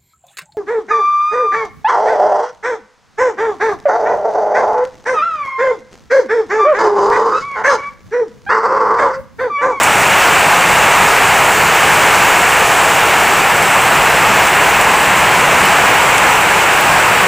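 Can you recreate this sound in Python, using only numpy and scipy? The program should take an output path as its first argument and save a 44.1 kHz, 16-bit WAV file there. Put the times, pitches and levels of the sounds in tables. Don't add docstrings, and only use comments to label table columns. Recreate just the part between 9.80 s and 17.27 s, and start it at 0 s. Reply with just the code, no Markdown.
import sys
import numpy as np
from scipy import signal
from scipy.fft import rfft, irfft
from scipy.io import wavfile
from scipy.ndimage import uniform_filter1d

SR = 44100
rng = np.random.default_rng(int(sys.argv[2]) if len(sys.argv) > 2 else 0)


def pcm_store(signal):
    levels = np.round(np.clip(np.atleast_2d(signal), -1, 1) * 32767)
    wavfile.write(sys.argv[1], SR, levels.astype(np.int16).T)


N = 329427

# (frequency [Hz], density [dB])
ROAR_SPECTRUM = [(150, -41), (270, -13.5), (430, -6), (600, -5.5), (830, 0.0), (980, -0.55), (1100, -2),
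                 (1650, -3), (2040, -5.5), (2180, -4), (2830, -7.5), (3250, -14.5), (4500, -23),
                 (6500, -57)]
RUMBLE_SPECTRUM = [(15, -32), (25, -10), (150, 0.5), (194, 1), (260, -8), (340, -37), (570, -120)]
RAIN_SPECTRUM = [(2800, -42), (4500, -7), (5200, -5.5), (6700, -3.5), (7600, 0), (8100, -1.5), (9300, -8.3),
                 (12700, -13.7), (14200, -11.2), (15400, -7)]
# (time [s], level [dB], centre frequency [Hz], decay time [s])
CLOSE_DROPS = [(.0338, -1, 7700, .0011), (.0414, -4, 7600, .0005), (2.384, -13, 10900, .0005),
               (3.481, -14, 12500, .0006), (3.8255, -12, 8300, .0007), (3.829, -13, 10500, .0006),
               (4.3008, -13, 11000, .0005), (4.6712, -10, 7700, .0006), (5.012, -4, 8300, .0005),
               (5.8383, -10, 8400, .0005), (5.8535, -14, 14500, .004), (6.3815, -3.5, 7700, .0005),
               (6.611, -14, 11500, .0006), (7.0098, -12, 13500, .002)]
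# (peak time [s], duration [s], relative strength [dB])
WIND_GUSTS = [(.43, .65, 0.9), (1.25, 1.8, .6), (2.3, 1.15, 1.2), (3.72, .8, -.5), (4.5, 1.1, 0.5),
              (5.92, 1.3, 0.84), (7.35, 0.45, .4)]
# (start [s], end [s], change [dB])
RUMBLE_RISE = (3.4, 3.8, 1.4)
# (start [s], end [s], change [dB])
HISS_FALL = (2.9, 3.9, -1.4)
# (time [s], level [dB])
FIZZ_LEVELS = [(0, -1.5), (2.4, -0.5), (4.3, -0.5), (5.3, -2), (7.47, -2)]


def surf_roar(body_db=-13.0, spray_db=-13.0, body_gust_share=0.75, spray_gust_share=1.15, eddy_db=.1):
    body, spray = split(turbulent_noise(ROAR_SPECTRUM, patchy_db=0.2), hz=1300)
    gust_db = gusts()
    body = evened(body) * gain_of(body_db + body_gust_share * gust_db + eddy_db * eddies(2, 6))
    spray = evened(spray) * gain_of(spray_db + spray_gust_share * gust_db + eddy_db * eddies(2.017, 6))
    return body + spray


def rain(level_db=-22.5, wash_db=2.5, patter_db=-14.5, fizz_hz=10000, gust_share=0.7, sheets_db=0.45):
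    wash = turbulent_noise(RAIN_SPECTRUM, patchy_db=0.73, size=1024, patch_cells=28)
    hiss, fizz = split(gain_of(wash_db) * wash + gain_of(patter_db) * patter(), fizz_hz)
    fizz_db = np.interp(np.arange(N) / SR, *np.transpose(FIZZ_LEVELS))
    rainfall = hiss * gain_of(ramp(*HISS_FALL)) + fizz * gain_of(fizz_db)
    return rainfall * gain_of(level_db + gust_share * gusts() + sheets_db * eddies(3, 18))


def patter(drops_per_s=260, spread_db=0.5, low_hz=7000, high_hz=15000, decay_s=0.0004, bands=24):
    out = np.zeros(N)
    for hz in np.geomspace(low_hz, high_hz, bands):
        landings = rng.random(N) < drops_per_s / bands / SR
        strengths = gain_of(spread_db * np.minimum(rng.exponential(1, N), 4))
        out += signal.oaconvolve(landings * strengths, drop_burst(hz, decay_s))[:N]
    return evened(out)


def close_drops(splash_db=-19, splash_decay_s=0.017):
    out = np.zeros(N)
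    for start_s, level_db, hz, decay_s in CLOSE_DROPS:
        splash = gain_of(splash_db) * drop_burst(hz, splash_decay_s, width_octaves=.45)
        impact = drop_burst(hz, decay_s)
        add(out, start_s, gain_of(level_db) * (impact + splash))
    return out


def drop_burst(hz, decay_s, width_octaves=0.27, rise_s=0.00016):
    t = np.arange(4096) / SR
    f = np.fft.rfftfreq(len(t), 1 / SR)
    band = np.exp(-.5 * (np.log2((f + 1) / hz) / width_octaves) ** 2)
    noise = irfft(band * np.exp(2j * np.pi * rng.random(len(f))))
    carrier = np.cos(np.angle(signal.hilbert(noise)))
    envelope = np.exp(-t / decay_s) * (1 - np.exp(-t / rise_s))
    return carrier * envelope / envelope.max()


def wind_rumble(level_db=-29, gust_share=1.8, lead_s=.2, buffet_db=0.6):
    swell_db = ramp(*RUMBLE_RISE) + gust_share * gusts(lead_s) + buffet_db * eddies(1, 8.2)
    return turbulent_noise(RUMBLE_SPECTRUM, patchy_db=0.35) * gain_of(level_db + swell_db)


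def gusts(lead_s=0):
    t = np.arange(N) / SR + lead_s
    return sum(db * np.cos(np.pi * np.clip((t - peak_s) / duration_s, -.5, .5)) ** 2
               for peak_s, duration_s, db in WIND_GUSTS)


def eddies(low_hz, high_hz, count=24):
    t = np.arange(N) / SR
    rates_hz = np.geomspace(low_hz, high_hz, count)
    return evened(sum(np.sin(2 * np.pi * (hz * t + rng.random())) for hz in rates_hz))


def turbulent_noise(spectrum, patchy_db, size=2048, patch_cells=20, hop=256):
    hz = np.fft.rfftfreq(size, 1 / SR)
    real, imag, patches = rng.standard_normal((3, N // hop + 9, len(hz)))
    patches = uniform_filter1d(patches, size=patch_cells, axis=0)
    patches = evened(uniform_filter1d(patches, size=patch_cells, axis=1))
    frames = (real + 1j * imag) * gain_of(level_at(spectrum, hz) + patchy_db * patches)
    _, noise = signal.istft(frames.T, nperseg=size, noverlap=size - hop)
    return evened(noise[:N])


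def level_at(spectrum, hz):
    f, db = np.transpose(spectrum)
    return np.interp(np.log(hz + 1), np.log(f + 1), db)


def ramp(start_s, end_s, change_db):
    return change_db * np.clip((np.arange(N) / SR - start_s) / (end_s - start_s), 0, 1)


def split(x, hz, order=8):
    f = np.fft.rfftfreq(N, 1 / SR)
    low = irfft(rfft(x) / (1 + (f / hz) ** (2 * order)), N)
    return low, x - low


def add(mix, start_s, sound):
    part = mix[max(round(start_s * SR), 0):][:len(sound)]
    part += sound[:len(part)]


def gain_of(db):
    return 10 ** (np.asarray(db) / 20)


def evened(x):
    return x / np.sqrt(np.mean(x ** 2) + 1e-20)


def scene():
    storm = wind_rumble() + surf_roar() + rain() + close_drops()
    return np.array([storm, storm])


def record(dry, ceiling=.71, cutoff_hz=15560):
    clipped = np.clip(dry, -ceiling, ceiling)
    low_pass = signal.firwin(1023, cutoff_hz, window=("kaiser", 9), fs=SR)
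    return signal.oaconvolve(clipped, low_pass[None], "same")


dry = scene()
out = record(dry)
pcm_store(out)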